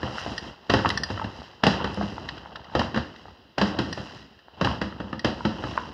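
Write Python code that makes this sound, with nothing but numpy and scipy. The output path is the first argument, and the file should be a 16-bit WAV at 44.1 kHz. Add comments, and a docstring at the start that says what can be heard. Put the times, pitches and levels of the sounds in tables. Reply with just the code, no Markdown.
"""Slaps and thuds come in quick combinations: hands and elbows strike a rubber training dummy in a
martial arts studio. Each impact pops trapped air, smacks the skin and excites the damped modes of foam
torso, hollow core and base. Heavy cotton sleeves flap and swish between the blows; the dummy rocks
and creaks, and its plastic stand knocks and clicks. A small microphone with an uneven treble
hears it across the room, with the reverberation and a steady noise of air."""
import sys
import numpy as np
from scipy import signal
from scipy.fft import rfft, irfft
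from scipy.io import wavfile

SR = 44100
rng = np.random.default_rng(int(sys.argv[2]) if len(sys.argv) > 2 else 0)


def put_to_file(sound):
    """Save the sound as 16-bit audio at rate SR, in the file named by the first command-line argument."""
    columns = np.atleast_2d(sound).T  # one column per channel
    safe = np.clip(columns, -1, 1)
    whole_steps = np.round(safe * 32767)
    wavfile.write(sys.argv[1], SR, whole_steps.astype(np.int16))


N = 261513

# blows on the dummy; levels in all tables are relative:
# (time [s], slap level [dB], thud level [dB], pop level [dB], torso pitch [Hz])
BLOWS = [(0.03, -28.5, -26.5, -11.5, 201), (0.262, -32.5, -31.5, -8.5, 199), (0.698, -16.5, -18.5, -1, 185),
         (0.737, -16.5, -15, -1, 228), (0.789, -26.5, -39, -23, 209), (0.861, -26, -32, -16, 185),
         (1.102, -29.5, -27.5, -18, 218), (1.242, -30.5, -33, -25, 211), (1.636, -16, -21, 1.5, 183.3),
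         (1.666, -14.5, -19, 2, 213.6), (1.843, -23.5, -26.5, -6, 238.6), (1.973, -34.5, -26, -11.5, 227),
         (2.026, -32.5, -29, -16, 205), (2.751, -21.5, -21, 0, 204.6), (2.793, -20, -24.5, -24, 211),
         (2.944, -26, -46, -24, 186), (2.96, -25, -28.5, -26, 231.5), (2.973, -23.5, -34, -29, 210),
         (3.581, -19.5, -27, -5, 191), (3.614, -17.5, -19.5, -10, 211), (3.788, -20, -21.5, -28, 232),
         (3.975, -31.5, -33, -17.5, 185), (4.612, -21, -21, -12, 181), (4.646, -19.5, -27, -14, 219),
         (4.815, -22.5, -25.5, -9.5, 228), (5.001, -32.5, -29, -13, 213), (5.128, -32, -30.5, -33, 224),
         (5.246, -18, -22, 1, 206.3), (5.451, -22, -20, -3.5, 234.3), (5.637, -30, -27, -18.5, 201)]


def from_db(db):
    """Amplitude grows tenfold for every 20 dB."""
    return 10 ** (np.asarray(db) / 20)


def rms_one(x):
    """Normalisation to unit mean power."""
    return x / np.sqrt(np.mean(x ** 2) + 1e-20)


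def at_hz(points, hz):
    """Interpolation on a logarithmic frequency axis."""
    frequencies, values = np.transpose(points)
    return np.interp(np.log(np.maximum(hz, 1)), np.log(frequencies), values)


def seconds(size):
    """Uniform sampling times."""
    return np.arange(size) / SR


def fade(t, t60):
    """Exponential damping: 60 dB in t60 seconds."""
    return np.exp(-np.log(1000) * t / max(t60, 1e-3))


def add(out, start_s, sound):
    """Superposition: a sound adds to those already there."""
    i = max(round(start_s * SR), 0)
    out[i:i + len(sound)] += sound[:max(len(out) - i, 0)]


def response(points, size=4096):
    """Minimum phase: a magnitude spectrum yields a causal impulse response."""
    gain = from_db(at_hz(points, np.fft.rfftfreq(size, 1 / SR)))
    cepstrum = irfft(np.log(gain))
    cepstrum[1:size // 2] *= 2
    cepstrum[size // 2 + 1:] = 0
    return irfft(np.exp(rfft(cepstrum)))


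def colour(x, spectrum):
    """Convolution imposes a spectrum; white noise keeps its power."""
    impulse = response(spectrum)
    return signal.fftconvolve(x, impulse / np.linalg.norm(impulse))[:N]


def bandpass(x, low_hz, high_hz):
    """Band limiting attenuates what lies outside two frequencies."""
    return signal.sosfilt(signal.butter(2, [low_hz, high_hz], "band", fs=SR, output="sos"), x)


def drift(per_s):
    """Random fluctuation of unit rms, linear between knots."""
    knots = rng.standard_normal(int(per_s * N / SR) + 2)
    return rms_one(np.interp(seconds(N) * per_s, np.arange(len(knots)), knots))


def rustle(spectrum, flutter_db=0, per_s=200, grain_db=7):
    """Amplitude modulation breaks noise into fine grains and, with flutter, uneven puffs."""
    grains = rng.standard_normal(N) * from_db(grain_db * np.tanh(drift(1500)))
    puffs = from_db(flutter_db * np.tanh(drift(per_s)))
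    return rms_one(colour(grains * puffs, spectrum))


def air(level_db):
    """Stationary broadband noise: the air of the room."""
    # background spectrum: (frequency [Hz], level [dB])
    spectrum = [(25, -10), (60, -4), (130, -26), (350, -4), (1000, -8.5), (3000, -9), (6000, -10.5),
                (10000, -9.5), (15000, -4)]
    return from_db(level_db) * rms_one(colour(rng.standard_normal(N), spectrum))


def swell(t, modes, scale, squash_s):
    """Damped modes build up as the foam is squashed, with new strengths and phases on every blow."""
    ring = sum(from_db(db + rng.normal(0, 1)) * fade(t, t60)
               * np.sin(2 * np.pi * (pitch * scale * t + rng.random())) for pitch, db, t60 in modes)
    return ring * (1 - np.exp(-t / squash_s))


def slap(t, contact_t60, shiver_db, shiver_t60):
    """Noise with a double decay: the hand flattens quickly on the rubber, the sleeve shivers on."""
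    spray = rng.standard_normal(len(t)) * (1 - np.exp(-t / 0.00042))
    return spray * (fade(t, contact_t60) + from_db(shiver_db) * fade(t, shiver_t60))


def blows(pop_db, boom_db, thud_db, core_db, smack_db, crack_db, trap_s):
    """Impact excitation: each blow rings the body's modes and slaps the skin. Returns body and skin."""
    # modes of the stem and weighted base: (frequency [Hz], level [dB], t60 [s])
    base_modes = [(71.4, 2, 0.2), (90.3, -8.5, 0.36), (103.2, -1, 0.31), (125.1, 3.5, 0.15)]
    # modes of the foam torso: (ratio to its pitch [1], level [dB], t60 [s])
    torso_modes = [(0.619, -10, 0.095), (0.941, -0.5, 0.11), (1.119, -2.5, 0.091), (1.42, -4.5, 0.12),
                   (1.85, -12, 0.067)]
    # modes of the hollow plastic core: (frequency [Hz], level [dB], t60 [s])
    core_modes = [(198, -4.5, 0.13), (304.5, -10.5, 0.15), (387.7, -14.5, 0.092), (524.7, -8, 0.12),
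                  (863, -11, 0.079), (1280, -12, 0.064)]
    # spectra of the skin's smack and brighter crack: (frequency [Hz], level [dB])
    smack_spectrum = [(60, -23.5), (200, 7.5), (450, -1.5), (900, 1), (1800, -2), (3000, -10),
                      (8000, -29.5)]
    crack_spectrum = [(600, -32), (1800, 8), (3000, 5), (5500, 9), (7000, 8.5), (10000, -3), (12000, -17),
                      (15000, -16.5)]
    firm_db, firm_torso_hz, firm_pop_hz = -20, 197.7, 672  # a firm blow as the reference
    t, lead = seconds(20000), seconds(700)
    body, smacks, cracks = np.zeros((3, N))
    for s, smack, thud, pop, torso_hz in BLOWS:
        crack = 1.53 * (smack - firm_db)  # harder blows are brighter
        boom = 0.73 * (thud - firm_db)  # the heavy base evens the blows out
        pop_hz = firm_pop_hz * (firm_torso_hz / torso_hz) ** 2.83
        # air trapped under the hand escapes just after the first touch
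        add(body, s + trap_s, from_db(pop + pop_db) * np.sin(2 * np.pi * pop_hz * t) * fade(t, 0.009))
        add(body, s, from_db(boom + boom_db) * swell(t, base_modes, 1, squash_s=0.01))
        add(body, s, from_db(thud + thud_db) * swell(t, torso_modes, torso_hz, squash_s=0.0057))
        add(body, s, from_db(thud + core_db) * swell(t, core_modes, 1, squash_s=0.0032))
        add(smacks, s, from_db(smack + smack_db) * slap(t, 0.04, shiver_db=-12.5, shiver_t60=0.39))
        add(cracks, s, from_db(crack + crack_db) * slap(t, 0.022, shiver_db=-12, shiver_t60=0.42))
        # the loose sleeve lands a moment before the hand, 7 dB softer
        brush = rng.standard_normal(len(lead)) * fade(lead, 0.013)[::-1]
        add(smacks, s - lead[-1], from_db(smack + smack_db - 7) * brush)
    return body, colour(smacks, smack_spectrum) + colour(cracks, crack_spectrum)


def swings():
    """Incoherent sources add in power: arm swings sum to envelopes of flapping and rubbing."""
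    # arm movements: (time of full speed [s], length [s], flap level [dB], rub level [dB])
    movements = [(0.07, 0.12, -34, -40.5), (0.194, 0.082, -36, -35), (0.31, 0.19, -35.5, -38.5),
                 (0.473, .08, -39, -43), (0.894, 0.19, -36.5, -38.5), (1.113, 0.049, -38, -39.5),
                 (1.203, 0.11, -35, -42.5), (1.394, 0.21, -44.5, -45), (1.726, 0.052, -38, -37),
                 (1.816, 0.13, -30, -60), (2.03, 0.3, -40, -41), (2.31, 0.27, -40.5, -49),
                 (2.58, 0.21, -44.5, -55.5), (2.818, 0.11, -34, -43), (3.196, 0.22, -48, -50.5),
                 (3.687, 0.055, -37, -40), (3.753, 0.089, -36, -50), (3.985, 0.25, -40.5, -41.5),
                 (4.157, 0.12, -66, -45.5), (4.706, 0.11, -31, -42), (5.058, 0.23, -44.5, -52),
                 (5.426, .14, -47, -47), (5.705, 0.27, -35, -40.5)]
    roundness = 1.404  # 1 a sharp peak, 2 a round bell
    t, power = seconds(N), np.zeros((2, N))
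    for s, length, flap_db, rub_db in movements:
        speed = np.exp(-np.abs(2 * (t - s) / length) ** roundness)
        power += from_db([[flap_db], [rub_db]]) ** 2 * speed
    return np.sqrt(power)


def jacket(flap, rub, flap_db, swish_db, weave_db):
    """Cloth flaps in puffs and swishes by friction; the weave's hiss grows faster than the rubbing."""
    # spectra of flapping cloth, rubbing sleeves and fine weave: (frequency [Hz], level [dB])
    flap_spectrum = [(100, -29.5), (350, -4), (900, 4.5), (1800, -10), (3000, -5.5), (8000, -33)]
    swish_spectrum = [(700, -17), (2000, 2), (3000, -3.5), (5500, -0.5), (7000, -0.5), (12000, -17)]
    weave_spectrum = [(3000, -43), (5500, 0), (7000, 0.5), (10000, -9.5), (12000, -17), (15000, -26)]
    brisk_rub = from_db(-46)
    flapping = from_db(flap_db) * flap * rustle(flap_spectrum, flutter_db=5.5, per_s=140)
    swish = from_db(swish_db) * rub * rustle(swish_spectrum)
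    hiss = from_db(weave_db) * (rub / brisk_rub) ** 1.35 * rustle(weave_spectrum)
    return flapping + swish + hiss


def creaks(flap, level_db, per_s, spread_db, count=10):
    """Stick-slip friction: during swings, tiny random slips of rubber on plastic ring a few cycles."""
    t, out = seconds(1000), np.zeros(N)
    for hz in np.geomspace(650, 1600, count):
        slips = (rng.random(N) < per_s / count / SR) * from_db(spread_db * rng.random(N))
        ring = np.sin(2 * np.pi * hz * t) * t * fade(t, 0.0095)
        out += signal.fftconvolve(slips, ring)[:N]
    return from_db(level_db) * flap * rms_one(out)


def rocking(flap, level_db, stance_db, rise_s, t60):
    """Damped rocking: every thud tips the dummy, and its base rumbles until it settles."""
    # rumble of base and floor: (frequency [Hz], level [dB])
    spectrum = [(25, -21), (45, -6), (70, 3), (120, -2.5), (220, -1), (400, -7.5), (800, -15.5),
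                (3000, -35.5)]
    t, power = seconds(N), np.zeros(N)
    settle = (1 - np.exp(-(t / rise_s) ** 2)) * fade(t, t60)
    for s, _, thud, _, _ in BLOWS:
        add(power, s, (from_db(thud) * settle) ** 2)
    # the floor also rumbles as the fighter's weight shifts with each swing
    strength = np.hypot(from_db(level_db) * np.sqrt(power), from_db(stance_db) * flap)
    return strength * rustle(spectrum, flutter_db=5.0, per_s=50)


def knocks(level_db, rise_s):
    """Inharmonic resonance: hollow plastic rings briefly under a soft contact."""
    # the stem knocks in its socket: (time [s], peak level [dB], pitch [Hz], t60 [s])
    contacts = [(0.182, -16, 1330, 0.0057), (0.847, -8.5, 890, 0.023), (0.858, -2.5, 1146, 0.0045),
                (1.175, -21, 1303, 0.022), (1.196, -17.5, 1030, 0.0096), (1.214, -19, 886, 0.053),
                (1.418, -25, 770, 0.0055), (1.802, -18.5, 970, 0.02), (2.011, -14, 706, 0.015),
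                (2.18, -21.5, 884, 0.013), (2.458, -26.5, 880, 0.01), (2.699, -32, 950, 0.0064),
                (2.815, -11, 960, 0.013), (3.255, -29, 810, 0.0078), (3.281, -33, 844, 0.034),
                (4.483, -32, 890, 0.0052), (4.672, -9, 1026, 0.0074), (4.924, -27.5, 1300, 0.018),
                (5.129, -24.5, 1215, 0.037), (5.406, -21.5, 972, 0.025), (5.776, -7, 1030, 0.011)]
    partials = [(0.7, 0.26), (1, 0.96), (1.45, 0.49), (2.3, 0.21)]  # (pitch ratio [1], amplitude [1])
    t, out = seconds(3000), np.zeros(N)
    onset = 1 - np.exp(-(t / rise_s) ** 2)
    for s, db, hz, t60 in contacts:
        ring = sum(gain * np.sin(2 * np.pi * hz * ratio * t) for ratio, gain in partials)
        knock = ring * fade(t, t60) * onset
        add(out, s, from_db(db + level_db) * knock / np.abs(knock).max())
    return out


def clicks(level_db, slip_s, grit_db):
    """Frictional excitation: a rough slip rings a joint of the stand; pinching damps and dulls it."""
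    # slips, pitched by the stem's lean: (time [s], peak level [dB], low mode [Hz], freedom [0-1])
    slips = [(0.379, -18, 1837, 0.77), (0.902, -12, 1970, 0.43), (0.974, -10.5, 1805, 0.77),
             (1.034, -12, 1800, 0.92), (2.288, -20.5, 1800, 0.27), (2.378, -34.5, 1420, 0.24),
             (2.557, -29.5, 1480, 0.27), (2.643, -39, 1950, 0.28), (3.16, -39, 1860, 0.17),
             (3.927, -19, 1836, 0.86), (4.39, -44.5, 1750, 0.5), (5.1932, -23, 1896, 0.71)]
    # upper modes of the joint: (frequency [Hz], level [dB], t60 when free [s])
    upper_modes = [(3140, -14.5, 0.013), (3540, -15, 0.044), (4250, -9.5, 0.047), (4690, -7, 0.041),
                   (5070, -3, 0.028), (5410, 1, 0.019), (5770, -1, 0.036), (8210, 2.5, 0.018),
                   (9460, -2, 0.021)]
    free_treble_db, pinch_db = 6.5, -27
    t, out = seconds(4000), np.zeros(N)
    for s, db, low_hz, freedom in slips:
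        treble_db = free_treble_db + pinch_db * (1 - freedom)
        modes = [(low_hz, 0, 0.028), (low_hz * 0.89, -8, 0.015)]
        modes += [(hz * rng.normal(1, 0.016), mode_db + treble_db, t60)
                  for hz, mode_db, t60 in upper_modes]
        ring = sum(from_db(mode_db) * fade(t, t60 * freedom)
                   * np.sin(2 * np.pi * (hz * t + rng.random())) for hz, mode_db, t60 in modes)
        grit = from_db(grit_db) * bandpass(rng.standard_normal(len(t)), 900, 6000) * fade(t, 0.031)
        click = (ring + grit) * (1 - np.exp(-t / slip_s))
        add(out, s, from_db(db + level_db) * click / np.abs(click).max())
    return out


def ticks(level_db, t60):
    """Broadband transients: very short bursts of noise are heard as bright snaps."""
    # thin, sharp ticks: (time [s], level [dB])
    snaps = [(0.891, -28), (1.9446, -47)]
    # (frequency [Hz], level [dB])
    spectrum = [(1500, -30), (3000, -20), (4400, -1), (6000, -4), (10500, -1.5), (13000, -24),
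                (15000, -12)]
    t, out = seconds(600), np.zeros(N)
    for s, db in snaps:
        add(out, s, from_db(db + level_db) * rng.standard_normal(len(t)) * fade(t, t60))
    return colour(out, spectrum)


def studio(x, wet_db, early_db, early_t60, stances=12):
    """Reverberation: early echoes and a tail dying band by band shift as fighter and dummy move."""
    # decay of the room: (frequency [Hz], t60 [s])
    decay_times = [(70, 0.18), (250, 0.51), (1000, 0.49), (4000, 0.46), (12000, 0.23)]
    t = seconds(32000)
    edges_hz = np.geomspace(30, 18000, 11)
    white = rng.standard_normal((2, stances, len(t)))
    tails = 0
    for k, (low, high) in enumerate(zip(edges_hz, edges_hz[1:])):
        t60 = at_hz(decay_times, np.sqrt(low * high))
        tails = tails + bandpass(white[k % 2], low, high) * fade(t, t60)
    onset = np.clip((t - 0.004) / 0.0018, 0, 1)
    out, hop = np.zeros(N), N // (stances - 1)
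    for k, tail in enumerate(tails * onset):
        early = rng.standard_normal(len(t)) * fade(t, early_t60) * (t > 0.002)
        echo = from_db(wet_db) * tail / np.linalg.norm(tail)
        echo += from_db(early_db) * early / np.linalg.norm(early)
        # each stance hands over smoothly to the next
        span = np.arange(max((k - 1) * hop, 0), min((k + 1) * hop, N))
        crossfade = np.cos(np.pi / 2 * (span / hop - k))
        add(out, span[0] / SR, signal.fftconvolve(x[span] * crossfade, echo))
    return out


def scene():
    """Superposition of dummy, stand and jacket with the studio's echoes and air noise."""
    body, skin = blows(pop_db=-5, boom_db=-28, thud_db=3.0, core_db=3.5, smack_db=3.0, crack_db=-17.5,
                       trap_s=0.0012)
    stem = knocks(level_db=-0.5, rise_s=0.00091)
    joint = clicks(level_db=6.5, slip_s=0.0015, grit_db=-3) + ticks(level_db=30.5, t60=0.0032)
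    # directivity: low thuds spread all round the room, bright sounds mostly straight ahead
    spread = from_db(-1.5) * body + from_db(-11) * skin + from_db(-9) * stem + from_db(-11) * joint
    room = studio(spread, wet_db=-5.5, early_db=-6.5, early_t60=0.22)
    background = air(level_db=-48.5)
    flap, rub = swings()
    rumble = rocking(flap, level_db=-15.5, stance_db=-4.5, rise_s=0.087, t60=1.42)
    cloth = jacket(flap, rub, flap_db=-4.0, swish_db=1, weave_db=-46.5)
    rubber = creaks(flap, level_db=-13, per_s=110, spread_db=12.5)
    return (body + skin + stem + joint + room + rumble + cloth + rubber + background)[None]


def record(dry):
    """Transduction: the microphone colours the treble, saturation rounds peaks, the top is cut."""
    # frequency response of the microphone: (frequency [Hz], gain [dB])
    microphone = [(20, -24.5), (60, 1.5), (1900, -1), (2330, -16.5), (2750, 2.5), (3100, 1.5), (3600, -9.5),
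                  (4000, -0.5), (4330, -12), (4800, -3.5), (5600, -13), (6300, -23.5), (8000, -32),
                  (12000, -32.5)]
    ceiling, cutoff_hz = 0.73, 15700
    heard = signal.fftconvolve(dry, response(microphone)[None])[:, :N]
    rounded = ceiling * np.tanh(heard / ceiling)
    return signal.sosfilt(signal.ellip(10, 0.2, 70, cutoff_hz, fs=SR, output="sos"), rounded)


dry = scene()
out = record(dry)
put_to_file(out)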